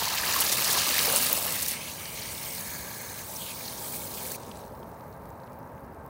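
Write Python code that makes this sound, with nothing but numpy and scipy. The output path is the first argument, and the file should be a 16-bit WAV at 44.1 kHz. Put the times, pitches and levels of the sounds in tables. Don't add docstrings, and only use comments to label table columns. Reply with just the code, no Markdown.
import sys
import numpy as np
from scipy import signal
from scipy.fft import rfft, irfft, next_fast_len
from scipy.io import wavfile
from scipy.ndimage import uniform_filter1d, map_coordinates

SR = 44100
rng = np.random.default_rng(int(sys.argv[2]) if len(sys.argv) > 2 else 0)


def bounce(signal):
    frames = np.transpose(np.atleast_2d(signal))
    limited = np.clip(frames, -1, 1)
    pcm = np.round(limited * 32767).astype(np.int16)
    wavfile.write(sys.argv[1], SR, pcm)


N = 268569
PLUG_S, PLUG_FADE_S = 4.364, .012

# time in seconds, rush in dB, spray in dB.
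JET_LEVELS = [(0, -32.5, -35), (.22, -32, -34), (.4, -30, -29.5), (.57, -31, -29), (.76, -29, -31),
              (1.05, -28.5, -27.5), (1.28, -31.5, -28), (1.42, -36.5, -31), (1.72, -35.5, -32)]
# frequency in Hz, relative level in dB.
SPLASH_SPECTRUM = [(40, -26), (85, -3.5), (170, -2.5), (250, 1.5), (350, -5.5), (560, -1.5), (720, -4.5),
                   (950, -1), (1200, 1), (1450, -2.5), (2200, -34), (4000, -73)]
RUSH_SPECTRUM = [(700, -48), (1350, -12), (1620, 0), (1950, -2.5), (2750, 0), (3300, -2), (4400, 1.5),
                 (5500, -1), (6700, -1.5), (7500, -1), (10000, -21), (15000, -55)]
SPRAY_SPECTRUM = [(3000, -55), (6500, -7), (7400, -0.5), (8200, 0), (10000, 0), (11000, -1.5), (12000, -1),
                  (13200, -2.5), (14400, 3.5), (15600, -2)]

def jet():
    rush_db, spray_db = curves(JET_LEVELS)
    sputter_db = .25 * wobble(70) + 1.05 * wobble(330) + .3 * wobble(18)
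    bubbles = amp(-3) * grains(600, 1515, 6996, cycles=10.2, spread_db=3, size=1024)
    slaps = grains(300, 285, 1540, cycles=1.55, spread_db=0, size=1024)
    ground = water(SPLASH_SPECTRUM, slaps, noise_db=9.5, patchy_db=0, surge_db=1.6 * sputter_db)
    drops = grains(2200, 1246, 6650, cycles=1.54, spread_db=5)
    stream = water(RUSH_SPECTRUM, bubbles + drops, noise_db=5, patchy_db=-1, surge_db=sputter_db)
    droplets = grains(2200, 8700, 14200, cycles=2.9, spread_db=5.5)
    spray = water(SPRAY_SPECTRUM, droplets, noise_db=5.5, patchy_db=-1.6, surge_db=1.8 * sputter_db)
    deflected = ramp(.21, .15) * (1 - ramp(1.62, .28))
    splash = amp((rush_db + spray_db) / 2 - 8) * deflected * ground
    uncovered = 1 - ramp(1.741, .071)
    return (splash + amp(rush_db + .17) * stream + amp(spray_db) * spray) * uncovered


# start in seconds, length in seconds, first Hz, last Hz, level in dB.
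MOUTH_GARGLES = [(0, 0.44, 960, 1090, -34), (.68, .13, 1090, 1010, -35), (1.065, .13, 600, 560, -33.5),
                 (1.3, 0.266, 590, 590, -43)]
# ratio to the lowest, relative width, gain in dB.
MOUTH_RESONANCES = [(1, 0.51, -3), (1.8, 0.49, -13.5)]

def pipe_mouth():
    return amp(-.5) * pocket(MOUTH_GARGLES, MOUTH_RESONANCES, gurgle_db=3.5, rise_s=.028, fall_s=.054)


# peak in seconds, half length in seconds, hiss and spray lift in dB.
GRIP_SPURTS = [(1.764, 0.24, 6, -1), (2.225, 0.083, 5, -0.5), (2.513, 0.28, 4.5, 4.5),
               (3.375, 0.084, 2.5, 3.5), (3.66, 0.16, 4.5, 1), (3.937, 0.12, 1.5, 5), (4.3, 0.19, 4, 3.5)]
# frequency in Hz, relative level in dB.
HISS_SPECTRUM = [(600, -43), (1150, -0.5), (1430, -6.5), (1620, 0), (1850, -6), (2250, -0.5), (2600, -6),
                 (3400, -3.5), (4300, -0.5), (5300, -2), (6600, 0), (7400, -8.5), (11000, -35)]

def leak():
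    tight_grip_db = -.5 * swell(3.11, .25)
    hiss_db = -47.5 + tight_grip_db + sum(db * swell(s, half_s) for s, half_s, db, _ in GRIP_SPURTS)
    spray_db = -42 + sum(db * swell(s, half_s) for s, half_s, _, db in GRIP_SPURTS)
    sputter_db = .7 * wobble(25) + wobble(300)
    bubbles = amp(-5) * grains(200, 1688, 5130, cycles=7.4, spread_db=4, size=1024)
    drops = grains(1500, 1330, 8100, cycles=2.2, spread_db=2.5)
    sheet = water(HISS_SPECTRUM, bubbles + drops, noise_db=5.5, patchy_db=3, surge_db=sputter_db)
    droplets = grains(2000, 6650, 16800, cycles=3.9, spread_db=3.5)
    spray = water(SPRAY_SPECTRUM, droplets, noise_db=4, patchy_db=2.6, surge_db=.62 * sputter_db)
    covered = ramp(1.72, .038) * (1 - ramp(PLUG_S, PLUG_FADE_S))
    return (amp(hiss_db) * sheet + amp(spray_db) * spray) * covered


# start in seconds, length in seconds, first Hz, last Hz, level in dB.
PALM_GURGLES = [(.79, 0.21, 2350, 2180, -38), (1.1, 0.27, 2830, 2700, -39), (1.47, 0.14, 2070, 2040, -41),
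                (1.72, 0.22, 2050, 2950, -42.5), (1.98, 0.59, 2290, 2170, -45.5),
                (2.58, .66, 1700, 1620, -46), (3.38, .15, 3500, 2420, -43), (3.64, 0.051, 3900, 4400, -43),
                (4.12, 0.2, 2300, 2270, -65)]
# ratio to the lowest, relative width, gain in dB.
PALM_RESONANCES = [(1, 0.14, 1), (1.33, 0.17, -4.5), (2.58, 0.041, -3.5), (3.95, 0.086, -3)]

def palm():
    return amp(1) * pocket(PALM_GURGLES, PALM_RESONANCES, gurgle_db=1.8, rise_s=.033, fall_s=.048)


# peak in seconds, level in dB, band in Hz, length in seconds.
SLUG_HITS = [(0.182, -29.5, 3400, 0.011), (0.39, -24, 7000, 0.0042), (0.416, -26.5, 9000, 0.02),
             (0.496, -25.5, 5000, 0.0035), (.525, -24, 6660, 0.019), (0.648, -26, 7000, 0.014),
             (0.711, -25, 7000, .009), (0.73, -24, 9000, 0.011), (.789, -24.5, 5000, 0.011),
             (0.992, -23.5, 4000, 0.0084), (1.084, -30.5, 600, 0.0068), (1.169, -25, 10000, 0.0098),
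             (1.629, -27, 10000, 0.012), (1.687, -27, 11000, 0.011), (2.057, -32.5, 3460, 0.0026),
             (4.321, -33.5, 10000, 0.0072)]

def slugs():
    return sum(amp(db + .35) * burst(s, hz, length_s, octaves=.8, spit_db=3)
               for s, db, hz, length_s in SLUG_HITS)


# peak in seconds, level in dB, pitch in Hz.
BUBBLE_BLIPS = [(.026, -31, 910), (.078, -31, 970), (.239, -24, 1710), (.326, -29, 6700),
                (.364, -29.5, 1170), (.422, -25, 3000), (1.481, -35, 2940), (3.364, -35.5, 5730),
                (3.611, -43, 2370), (3.684, -36, 4470), (4.179, -43, 2550), (4.255, -45, 2230),
                (4.348, -40.5, 2320)]

def large_bubbles():
    return sum(amp(db - 1) * burst(s, hz, length_s=.007, octaves=.14) for s, db, hz in BUBBLE_BLIPS)


# start in seconds, level in dB, pitch in Hz.
NEAR_DROPS = [(0.407, -6, 14000), (1.162, -2.5, 9050), (1.187, -9, 9000), (1.3298, -1, 14700),
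              (1.3755, -11.5, 8460), (1.467, -11, 14500), (4.495, -37, 10800), (5.009, -43, 4400),
              (5.304, -41.5, 7500), (6.063, -39, 12500)]

def near_drops(ring_s=.00026, splat_s=.0013):
    track, t = np.zeros(N), np.arange(512) / SR
    for s, db, hz in NEAR_DROPS:
        tick = np.sin(2 * np.pi * hz * t) * np.exp(-t / ring_s)
        splat = np.diff(rng.standard_normal(len(t) + 1)) / 2 * np.exp(-t / splat_s)
        track += amp(db + 2) * place(s, tick + amp(-17) * splat)
    return track


# peak in seconds, level in dB.
PLUG_TICKS = [(4.516, -43), (4.831, -53.5)]

def plug():
    return sum(amp(db) * burst(s, band_hz=3500, length_s=.0031, octaves=.45) for s, db in PLUG_TICKS)


# frequency in Hz, relative level in dB.
TRICKLE_SPECTRUM = [(1200, -20), (2300, -3.5), (3300, -6.5), (3900, 0), (5000, -3.5), (7500, -4),
                    (10000, -4.5), (15000, -33)]
MIST_SPECTRUM = [(4000, -32), (7500, -16), (10000, -5), (12500, 0), (14500, 3), (15600, 2)]

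def seep(drying_db_per_s=4.5):
    pressed = ramp(4.66, .16)
    drying = amp(-drying_db_per_s * np.maximum(clock() - PLUG_S, 0))
    crackle_db = 1.9 * wobble(320)
    drops = grains(350, 1600, 8100, cycles=.73, spread_db=7.5, size=512)
    trickle = water(TRICKLE_SPECTRUM, drops, noise_db=5.5, patchy_db=2.5, surge_db=.5 * crackle_db)
    droplets = grains(400, 8000, 14500, cycles=1.2, spread_db=3)
    mist = water(MIST_SPECTRUM, droplets, noise_db=1, patchy_db=6, surge_db=crackle_db)
    drips = amp(-76) * grains(20, 4000, 13500, cycles=3.9, spread_db=-1, size=512)
    flow = amp(-52.5 - 13 * pressed) * trickle + amp(-55 - 4 * pressed) * mist + drips
    return flow * drying * ramp(PLUG_S, PLUG_FADE_S)


# frequency in Hz, relative level in dB.
RUMBLE_SPECTRUM = [(20, -42), (35, -25), (55, -4.5), (75, -0.5), (125, -0.5), (170, -1.5), (240, -3),
                   (320, -13), (600, -45)]
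TRAFFIC_SPECTRUM = [(120, -31), (230, -17.5), (320, -3.5), (420, -4), (560, 1), (740, -4.5), (900, -2),
                    (1200, -6.5), (1650, -14), (2200, -21.5), (2800, -32), (6000, -56)]
VEHICLE_SPECTRUM = [(90, -20), (160, -6), (225, 1), (300, -6), (390, -3), (560, -1), (720, -7.5),
                    (1000, -11.5), (2000, -33)]

def yard():
    rumble = amp(-48) * coloured(turbulence(patchy_db=.2), RUMBLE_SPECTRUM)
    traffic = amp(-47.5) * coloured(turbulence(patchy_db=0), TRAFFIC_SPECTRUM)
    vehicle = amp(-47.5) * swell(4.3, .72) * coloured(turbulence(patchy_db=0), VEHICLE_SPECTRUM)
    return rumble + traffic + vehicle


# centre in Hz, width in Hz, relative level in dB.
DRONE_BANDS = [(78, 7, -12), (140, 26, -6), (239, 26, -6.5), (431, 23, 2), (540, 28, -4), (667, 22, 2),
               (806, 21, 0.5), (860, 51, -4), (930, 110, 0.5), (1070, 22, -5.5), (1580, 55, -11.5)]

def drone():
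    def bands(hz):
        return sum(amp(db) * resonance(hz - centre, width) for centre, width, db in DRONE_BANDS)
    level_db = -55 + 4.5 * ramp(3.24, .9)
    return amp(level_db) * unit(filtered(turbulence(patchy_db=1.5), bands))


def water(spectrum, drops, noise_db, patchy_db, surge_db):
    return coloured((drops + amp(noise_db) * turbulence(patchy_db)) * amp(surge_db), spectrum)


def grains(per_s, low_hz, high_hz, cycles, spread_db, size=256):
    when, pitch, strength, life = rng.random((int(per_s * N / SR), 4)).T
    hz = (low_hz + (high_hz - low_hz) * pitch)[:, None]
    decay_s = cycles * (.5 + life[:, None]) / hz
    k = np.arange(size)
    age = k / SR / decay_s
    strength_db = -spread_db * np.log(strength + np.exp(-4))
    envelope = (1 - np.exp(-2 * age)) * np.exp(-age) / np.sqrt(decay_s)
    chirp = 1 + np.minimum(age, 4) / 50
    waves = amp(strength_db)[:, None] * envelope * np.sin(2 * np.pi * hz * k / SR * chirp)
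    samples = (when * N).astype(int)[:, None] + k
    return unit(np.bincount(samples.ravel(), waves.ravel(), N)[:N])


def turbulence(patchy_db):
    noise = signal.stft(rng.standard_normal(N), nperseg=512)[2]
    patches = uniform_filter1d(rng.standard_normal(noise.shape), size=7, axis=0)
    patches = uniform_filter1d(patches, size=5, axis=1)
    return unit(signal.istft(noise * amp(patchy_db * unit(patches)), nperseg=512)[1][:N])


def pocket(gurgles, modes, gurgle_db, rise_s, fall_s, sag_db=2, widening_db_per_octave=8):
    hz, t, drive = signal.stft(rng.standard_normal(N) * amp(gurgle_db * wobble(140)), SR, nperseg=512)
    track = np.zeros(N)
    for start_s, length_s, first_hz, last_hz, db in gurgles:
        span_s = [start_s, start_s + length_s]
        lowest_hz = np.interp(t, span_s, [first_hz, last_hz])
        blur = 1 + .25 * abs(np.log(last_hz / first_hz)) / length_s
        gain = sum(amp(mode_db) * resonance(hz[:, None] / (lowest_hz * ratio) - 1, width * blur)
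                   for ratio, width, mode_db in modes)
        ring = unit(signal.istft(drive * gain, SR, nperseg=512)[1][:N])
        envelope = ramp(start_s, rise_s) * (1 - ramp(start_s + length_s, fall_s))
        widening_db = widening_db_per_octave * np.log2(first_hz / last_hz) / 2
        drift_db = np.interp(clock(), span_s, [-widening_db, widening_db - sag_db])
        track += amp(db + drift_db) * envelope * ring
    return track


def burst(peak_s, band_hz, length_s, octaves, spit_db=0):
    t = np.arange(4096) / SR
    hz = np.fft.rfftfreq(len(t), 1 / SR)
    band = np.exp(-.5 * (np.log2((hz + 1) / band_hz) / octaves) ** 2) / np.sqrt(1 + hz / band_hz)
    spits = amp(spit_db * unit(uniform_filter1d(rng.standard_normal(len(t)), size=90)))
    noise = unit(irfft(rfft(rng.standard_normal(len(t)) * spits) * band))
    envelope = np.exp(-2 * ((t - t.mean()) / length_s) ** 2)
    return place(peak_s - len(t) / SR / 2, noise * envelope)


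def place(start_s, sound):
    track, start = np.zeros(N), round(start_s * SR)
    skip = max(-start, 0)
    part = track[start + skip:max(start + len(sound), 0)]
    part += sound[skip:skip + len(part)]
    return track


def amp(db):
    return 10 ** (np.asarray(db) / 20)


def unit(x):
    return x / np.sqrt(np.mean(x ** 2) + 1e-20)


def clock():
    return np.arange(N) / SR


def curves(rows):
    s, *columns = np.transpose(rows)
    return [np.interp(clock(), s, column) for column in columns]


def ramp(centre_s, fade_s):
    return np.clip((clock() - centre_s) / fade_s + .5, 0, 1)


def swell(peak_s, half_s):
    return np.exp(-((clock() - peak_s) / half_s) ** 2)


def wobble(knots_per_s):
    knots = rng.standard_normal(int(N * knots_per_s / SR) + 4)
    return unit(map_coordinates(knots, [np.arange(N) * knots_per_s / SR]))


def resonance(offset, width):
    return 1 / (1 + (2 * offset / width) ** 2)


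def filtered(x, response):
    size = next_fast_len(N + 8192)
    return irfft(rfft(x, size) * response(np.fft.rfftfreq(size, 1 / SR)), size)[:N]


def coloured(x, spectrum):
    points_hz, db = np.transpose(spectrum)
    return unit(filtered(x, lambda hz: amp(np.interp(np.log(hz + 1), np.log(points_hz), db))))


def scene():
    flow = jet() + pipe_mouth() + leak() + palm() + slugs() + large_bubbles() + near_drops()
    mono = flow + plug() + seep() + yard() + drone()
    return np.array([mono, mono])


# centre in Hz, width in Hz, gain in dB.
PORT_BANDS = [(1450, 27, -4.5), (3400, 62, -2), (7360, 290, -2.5), (8150, 220, 1), (15400, 440, 4.5)]

def record(dry, limit_hz=15800):
    def response(hz):
        port_db = sum(db * np.exp(-.5 * ((hz - centre) / width) ** 2) for centre, width, db in PORT_BANDS)
        return amp(port_db) * (hz < limit_hz)
    return np.array([filtered(channel, response) for channel in dry])


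dry = scene()
out = record(dry)
bounce(out)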